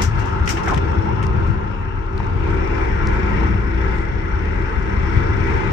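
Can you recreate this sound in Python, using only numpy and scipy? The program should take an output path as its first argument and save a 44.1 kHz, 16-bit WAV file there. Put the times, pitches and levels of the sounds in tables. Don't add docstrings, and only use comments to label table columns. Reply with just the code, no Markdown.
import sys
import numpy as np
from scipy import signal
from scipy.fft import rfft, irfft, next_fast_len
from scipy.io import wavfile
from scipy.ndimage import uniform_filter1d, map_coordinates

SR = 44100
rng = np.random.default_rng(int(sys.argv[2]) if len(sys.argv) > 2 else 0)


def dump(signal):
    limited = np.clip(np.atleast_2d(signal).T, -1, 1)
    pcm = np.round(limited * 32767).astype(np.int16)
    wavfile.write(sys.argv[1], SR, pcm)


N = 252252


def amp(db):
    return 10 ** (np.asarray(db) / 20)

def unit(x):
    return x / np.sqrt(np.mean(x ** 2) + 1e-20)

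def along(points, hz):
    f, v = np.transpose(points)
    return np.interp(np.log(hz + 1), np.log(f + 1), v)

def curves(rows):
    s, *cols = np.transpose(rows)
    return [np.interp(np.arange(N) / SR, s, c) for c in cols]

def wobble(rate):
    return map_coordinates(rng.standard_normal(int(N * rate / SR) + 4), [np.arange(N) * rate / SR])

def filtered(x, response):
    m = next_fast_len(x.shape[-1] + SR // 2)
    return irfft(rfft(x, m) * response(np.fft.rfftfreq(m, 1 / SR)), m)[..., :x.shape[-1]]

def modes(table, f):
    return np.sqrt(sum(amp(2 * db) / (1 + ((f * f - c * c) / (f * w + 1)) ** 2) for c, w, db in table))

def band(f, hz, width):
    return modes([(hz, width, 0)], f) ** 2

def lowpass(f, hz, order):
    return 1 / (1 + (f / hz) ** order)

def sides(db):
    return amp(np.array([db / 2, -db / 2]))

def add(track, s, sound):
    start = round(s * SR)
    track[:, start:start + sound.shape[1]] += sound

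# frequency in Hz, then in turn
LIKENESS = [(30, .88), (90, .8), (215, .74), (344, .8), (460, .3), (560, .62), (730, .55), (950, .1),
            (1230, .65), (1420, .32), (1750, .12), (1900, .45), (2200, .15), (2450, .6), (2800, .64),
            (3400, .1), (4000, .25), (5500, .12), (8700, .35)]
LEFT_LEAD = [(0, 0), (340, -.4), (480, 2.8), (620, 3), (750, 2.2), (900, 2.3), (1120, 4.5), (1250, 4.2),
             (1640, 4.8), (1900, 5.4), (2400, 9.6), (3100, 8.8), (3700, 6.6), (4800, 7.2)]
BED_PAN = [(40, 4.5), (90, 2), (140, 13), (210, -2), (400, -3), (800, 0), (1300, 5), (2500, 11.5),
           (4000, 8.5), (5500, 12.5), (7000, 10), (9000, -1)]
def noise_bed(colour, patchy_db):
    spectra = signal.stft(rng.standard_normal((2, N)), nperseg=512)[2]
    patches = uniform_filter1d(uniform_filter1d(rng.standard_normal(spectra.shape[1:]), 5, 0), 10, 1)
    pair = signal.istft(spectra * amp(patchy_db * unit(patches)), nperseg=512)[1][:, :N]
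    spread = lambda f: np.arccos(np.clip(along(LIKENESS, f), 0, 1)) / 2
    mid, side = filtered(pair, lambda f: colour(f) * [np.cos(spread(f)), np.sin(spread(f))])
    shift = lambda f: np.exp(.5j * np.array([[1], [-1]]) * along(LEFT_LEAD, f))
    both = filtered(np.array([mid + side, mid - side]), lambda f: sides(along(BED_PAN, f)) * shift(f))
    return both / np.std(both.mean(axis=0))

# frequency in Hz, level in dB.
RUMBLE_EQ = [(12, -43), (20, -11.5), (70, 0), (96, 0.5), (156, -12), (190, -17.5), (250, -27.5),
             (420, -120)]
def floor_rumble(level_db):
    gain = amp(level_db - 2 + .88 * wobble(14))
    return gain * noise_bed(lambda f: amp(along(RUMBLE_EQ, f)), patchy_db=1.04)

# pitch in Hz, width in Hz, level in dB.
RAIL_MODES = [(804, 260, 0.5), (863.5, 16, 7.5), (892, 11, 10.5), (926.6, 8.3, 10), (1029, 42, 3),
              (1150, 14, -4.5), (1259, 25, 1.5), (1301, 23, 4.5), (1366, 22, 1), (1390, 16, 5.5),
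              (1506, 73, -6), (1640, 120, -9.5), (2000, 1600, -13.5), (2718, 130, -7)]
def rail_roar(level_db):
    colour = lambda f: modes(RAIL_MODES, f) * band(f, 1400, 2200) * lowpass(f, 3300, 8)
    return amp(level_db) * noise_bed(colour, patchy_db=1.5)

# pitch in Hz, width in Hz, level in dB.
WEB_MODES = [(1478, 34, 8), (1575, 30, 3), (1684, 30, 3), (1860, 40, -1), (1950, 40, -1), (2009, 14, 3.5),
             (2070, 20, 2.5), (2145, 24, -1), (1900, 500, -10)]
RIM_MODES = [(2276, 78, 0.5), (2370, 360, -15.5), (2380, 14, 0), (2520, 16, -4)]
# time in seconds, web gain in dB, rim gain in dB.
RING_FADERS = [(0, -10, -19), (.75, -18, -22), (2.2, -31, -12.5), (2.5, -11.5, -3.5), (2.9, -4.5, -3),
               (3.4, -3, -2), (3.9, -2, -4), (5.72, -4, -1.5)]
def wheel_ring(level_db):
    web_db, rim_db = level_db + curves(RING_FADERS)
    web = noise_bed(lambda f: modes(WEB_MODES, f) * band(f, 1850, 1400), patchy_db=0)
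    rim = noise_bed(lambda f: modes(RIM_MODES, f) * band(f, 2350, 700), patchy_db=.5)
    return amp(web_db) * web + amp(rim_db - 9) * rim

# pitch in Hz, width in Hz, level in dB.
CAR_MODES = [(180, 12, -9), (203, 8, -5), (268, 10, -11), (330, 12, -9), (365, 6, -11), (385, 6, -5),
             (405, 10, -12), (449, 10, -9), (508, 8, -16), (530, 10, -17), (560, 8, -13.5), (650, 90, -28)]
# cycles per wheel turn, gain in dB.
BOOM_TONES = [(34.1, -4), (39.8, -8), (46.4, -13)]
def car_boom(level_db, rough, wheel):
    tone_db = level_db + .3 * curves(RING_FADERS)[1]
    tones = sum(amp(tone_db + db + wobble(3.5)) * np.cos(2 * np.pi * k * wheel + .5 * wobble(4.5))
                for k, db in BOOM_TONES)
    walls = lambda f: (modes(CAR_MODES, f) + amp(-24) * band(f, 330, 300)) * lowpass(f, 1100, 4)
    return tones + amp(level_db + .4 * rough) * noise_bed(walls, patchy_db=.5)

# frequency in Hz, level in dB.
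DRAUGHT_EQ = [(2200, -26), (3000, -2.5), (3600, -4.5), (4600, -9.5), (5500, -9), (6500, -15), (7500, -19.5),
              (8700, -20), (9600, -39.5), (12000, -34), (16000, -82.5)]
def draught(level_db):
    return amp(level_db) * noise_bed(lambda f: amp(along(DRAUGHT_EQ, f)), patchy_db=1.5)

def loose_fitting(level_db):
    song = noise_bed(lambda f: modes([(5550, 330, 0), (3470, 160, 1.5)], f) ** 2, patchy_db=2.4)
    return amp(level_db + 3.3 * wobble(2.27)) * song

# time in seconds, rumble in dB, roar in dB.
ROLL_FADERS = [(0.0, -27, -24), (0.08, -16.5, -35), (0.2, -22, -30), (0.41, -20.5, -32.5),
               (0.57, -21, -30.5), (1.05, -19, -32), (1.38, -17.5, -32.5), (1.5, -19.5, -32.5),
               (1.69, -26.5, -34.5), (1.88, -23.5, -36), (2.1, -26.5, -37.5), (2.22, -20, -33),
               (2.35, -21, -35.5), (2.48, -20.5, -32), (2.75, -24, -31.5), (3.17, -20, -32),
               (3.43, -16, -30.5), (3.63, -23, -35.5), (3.92, -23, -32.5), (4.13, -23, -36.5),
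               (4.75, -23, -34.5), (5.55, -18, -31.5), (5.72, -15.5, -32.5)]
# time in seconds, boom gain in dB, hiss gain in dB.
DRIFT_FADERS = [(0, -4.5, 4), (.45, -2, -1.5), (1.2, 0.5, -1), (1.8, -3, -2.5), (2.5, 0.5, 0),
                (3.4, 0.5, 2), (4.5, 1, 2), (5.72, 0, 3)]
def rolling(wheel, motor):
    rumble_db, roar_db = curves(ROLL_FADERS)
    swell_db = roar_db - roar_db.mean()
    boom_db, hiss_db = np.array([-29.5 + 1.17 * swell_db, -55.5 + 1.04 * swell_db]) + curves(DRIFT_FADERS)
    rough = wobble(7.5)
    buzz = np.cos(np.pi * (motor + .25)) ** 6
    return (floor_rumble(rumble_db)
            + rail_roar(roar_db + .27 * rough + .55 * buzz)
            + wheel_ring(roar_db + 1.3 * rough)
            + car_boom(boom_db, rough, wheel)
            + draught(hiss_db + .9 * rough + 2.6 * buzz)
            + loose_fitting(hiss_db - 8.5 + 4.8 * buzz))

# time in seconds, then level in dB of three wheel and four motor harmonics.
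HUM_FADERS = [(0.0, -25, -19.5, -49, -38, -41, -20, -39), (0.24, -31, -31, -40, -44, -25.5, -42, -49),
              (0.94, -42, -22.5, -36.5, -43, -29.5, -38, -32.5),
              (1.74, -25.5, -40, -42, -38.5, -44, -44, -32), (2.05, -25, -35.5, -29, -33, -48, -39, -53),
              (2.58, -25, -21.5, -45, -27, -25, -28, -35.5), (3.09, -23, -37, -43, -24.5, -19.5, -40, -34),
              (3.44, -41, -26, -34, -31, -18, -29, -27), (4.01, -33.5, -35.5, -30, -23.5, -20, -37, -39.5),
              (4.49, -24, -21.5, -41, -43, -47, -30, -51), (4.62, -22.5, -24, -45, -37, -28.5, -40, -46),
              (5.451, -33, -33, -31.5, -23.5, -24, -21, -34), (5.72, -31, -28, -48, -34, -26, -32, -55)]
def hums(wheel, motor):
    cycles = [k * wheel for k in (4, 8, 10)] + [k * motor for k in (1, 2, 3, 7)]
    hum = sum(amp(db) * np.cos(2 * np.pi * c + .18 * wobble(1.5))
              for c, db in zip(cycles, curves(HUM_FADERS)))
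    return hum * sides(3.8)[:, None]

# frequency in Hz, level or pan in dB.
METAL_EQ = [(1500, 0), (3000, -5), (4200, -10), (5700, 2), (6500, -3.5), (7800, -7.5), (8900, -11),
            (10000, -33.5), (12000, -15), (13500, -52), (15000, -20.5)]
CRACK_EQ = [(1200, -26), (3000, -8), (5500, 8.5), (10500, -5), (12500, -6), (16000, -30)]
RATTLE_PAN = [(1000, 0), (5000, 11), (7500, 7.5), (8800, 0.5), (16000, 4.5)]
# start in seconds, level in dB, dull part in dB, seconds for the fizz to fall 60 dB.
RATTLES = [(0.0192, -22.5, -27, 0.15), (0.0353, -27.5, -28, 0.17), (0.193, -40.5, -4, 0.18),
           (0.255, -45.5, -5, 0.37), (0.4574, -38, -5, 0.18), (0.475, -28.5, 6, 0.12),
           (0.4913, -23.5, -3, 0.2), (0.5047, -26, -34, 0.17), (0.5701, -40.5, 14.5, 0.23),
           (0.6327, -40, -15, 0.18), (0.6584, -41, 4, 0.08), (0.6802, -35.5, 5.5, 0.19),
           (0.7078, -39, 4, 0.068), (0.7357, -40, 5, 0.19), (0.7747, -39.5, 13, .07),
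           (1.236, -45, 13, 0.12), (1.4666, -51, -9, 0.22), (2.5009, -51.5, -21, 0.17),
           (3.134, -48, -7, 0.15)]
def door_hardware():
    track, t = np.zeros((2, N + SR)), np.arange(SR // 4) / SR
    loudest_db = max(row[1] for row in RATTLES)
    apart = lambda f: .956 * lowpass(f, 10500, 10)
    for s, db, dull_db, t60 in RATTLES:
        noise = rng.standard_normal((3, len(t)))
        common, *own = filtered(noise, lambda f: np.array([np.sqrt(1 - apart(f) ** 2), *[apart(f)] * 2]))
        pair = filtered(common + np.array(own), lambda f: sides(along(RATTLE_PAN, f)))
        bright = unit(filtered(pair, lambda f: amp(along(METAL_EQ, f))))
        dull = unit(filtered(pair, lambda f: band(f, 1900, 1300) * lowpass(f, 4000, 4)))
        sharp = unit(filtered(pair, lambda f: amp(along(CRACK_EQ, f))))
        fizz = (1 - np.exp(-t / .0016)) * bright + amp(dull_db - 60 * t / .52) * dull
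        crack_db = 1.5 - .12 * (loudest_db - db)
        crack = amp(crack_db - 60 * t / .012) * (1 - np.exp(-t / .0004)) * sharp
        add(track, s, amp(db) * (amp(-60 * t / t60) * fizz + crack))
    return track[:, :N]

# start in seconds, level in dB, pitch in Hz, width in Hz, cycles to fall 60 dB.
DOOR_KNOCKS = [(.209, -30.5, 1300, 400, 97), (.474, -13.5, 1750, 500, 42), (.574, -25, 840, 500, 99),
               (.656, -21, 1360, 500, 45), (0.673, -13.5, 1480, 900, 82), (.675, -15.5, 773, 400, 42),
               (.689, -14.5, 1320, 600, 97), (.709, -15.5, 900, 700, 100), (.718, -14.5, 826, 790, 95),
               (.735, -21, 1090, 900, 68), (1.055, -21, 900, 200, 110), (1.066, -18, 904, 200, 110),
               (1.084, -15.5, 923, 200, 135), (2.2003, -19.5, 1880, 500, 31), (2.2022, -13, 910, 200, 15.5)]
def door_knocks():
    track, t = np.zeros((2, N + SR)), np.arange(SR // 4) / SR
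    for s, db, hz, width_hz, cycles in DOOR_KNOCKS:
        noise = rng.standard_normal((2, len(t)))
        ring = unit(filtered(noise, lambda f: band(f, hz, width_hz) * lowpass(f, 3000, 4)))
        tone = np.sqrt(2) * np.sin(2 * np.pi * hz * t)
        clear = min(1, 14 / cycles)
        life = t * hz / cycles
        envelope = amp(db - 60 * life) * (1 - np.exp(-25 * life))
        add(track, s, envelope * (clear * tone + (1 - clear) * ring) * sides(2.8)[:, None])
    return track[:, :N]

# start in seconds, push in dB, pitch in Hz, pan in dB.
FLOOR_JOLTS = [(0.37, 24, 85, 4), (0.401, 24, 68, 2), (0.766, 24.5, 141, 9), (0.975, 26.5, 79.4, 6),
               (1.494, 10, 105, 40), (2.357, 20, 77, 6), (4.147, 23, 63, 3.5), (4.323, 23, 63, 5),
               (4.552, 21, 63, 6), (4.761, 21.5, 62, 7.5), (4.966, 24, 70.6, 4), (5.062, 19, 78, 10),
               (5.167, 23, 72.5, 6)]
def floor_jolts(rise_cycles=2.08, decay_cycles=3.24):
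    track, t = np.zeros((2, N + SR)), np.arange(SR // 8) / SR
    for s, db, hz, pan_db in FLOOR_JOLTS:
        envelope = amp(db - 60 * t * hz / decay_cycles) * (1 - np.exp(-t * hz / rise_cycles)) ** 2
        add(track, s, -envelope * np.sin(2 * np.pi * hz * t) * sides(pan_db)[:, None])
    return track[:, :N]

# start in seconds, level in dB, pan in dB, pitch in Hz.
TRIM_TICKS = [(0.4477, -48, 0, 4000), (0.689, -40, 4, 5800), (0.7102, -48, 5, 5500), (0.745, -33, 8, 3330),
              (0.749, -46, 0, 6500), (0.763, -42, -4, 3500), (0.778, -36, 7, 3000), (1.228, -35.5, 2, 2740),
              (1.234, -44, 0, 6300), (1.2677, -40.5, 11, 5200), (2.066, -54, 9, 4000),
              (2.179, -43.5, -15, 4100), (2.245, -52, 9, 4000), (2.2675, -54, 8, 5900),
              (2.676, -46, -3, 5200), (3.0545, -55, 3, 5400), (3.0724, -33, -3, 5200),
              (3.088, -46, 10, 5600), (4.622, -49, 4, 3500)]
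def trim_ticks(rise_cycles=.9, edge_hz=3500, edge_db=-13):
    track, t = np.zeros((2, N + SR)), np.arange(256) / SR
    bright = lambda f: lowpass(f, 9500, 8) / (1 + (edge_hz / (f + 1)) ** 4)
    for s, db, pan_db, hz in TRIM_TICKS:
        noise, phase = rng.standard_normal((2, 1024)), rng.uniform(0, np.pi, (2, 1))
        life = t * hz / rise_cycles
        tone = np.exp(-life) * np.sqrt(2) * np.sin(2 * np.pi * hz * t + phase)
        edge = amp(edge_db) * np.exp(-life / 3) / 3 * unit(filtered(noise, bright))[:, -len(t):]
        add(track, s, amp(db + 8) * np.e * life * (tone + edge) * sides(pan_db)[:, None])
    return track[:, :N]

def swish(peak_s=3.99, fade_s=.06, level_db=-61):
    track, t = np.zeros((2, N)), np.arange(SR // 2) / SR - .25
    noise = rng.standard_normal((2, len(t)))
    puff = unit(filtered(noise, lambda f: band(f, 8200, 4000) * lowpass(f, 9800, 16)))
    add(track, peak_s + t[0], amp(level_db) * np.exp(-(t / fade_s) ** 2) * puff)
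    return track

# time in seconds, wheel and motor speeds in turns per second.
TURN_RATES = [(0, 9.63, 28.7), (1.2, 9.63, 28.85), (2.1, 9.63, 29.05), (3, 9.63, 28.95), (3.6, 9.62, 29.15),
              (4.2, 9.73, 29.8), (4.8, 9.77, 29.45), (5.72, 9.77, 29.45)]
def scene():
    wheel, motor = np.cumsum(curves(TURN_RATES), axis=1) / SR - [[.206], [.7]]
    bed = rolling(wheel, motor) + hums(wheel, motor)
    return bed + door_hardware() + door_knocks() + floor_jolts() + trim_ticks() + swish()

def record(dry, low_hz=24, top_hz=15800):
    edge = SR // 10
    fade = signal.windows.tukey(N + 2 * edge, 2 * edge / (N + 2 * edge))
    padded = np.pad(dry, ((0, 0), (edge, edge)), "reflect") * fade
    passband = lambda f: np.clip((top_hz - f) / 500, 0, 1) / np.sqrt(1 + (low_hz / (f + 1)) ** 12)
    return filtered(padded, passband)[:, edge:-edge]


dry = scene()
out = record(dry)
dump(out)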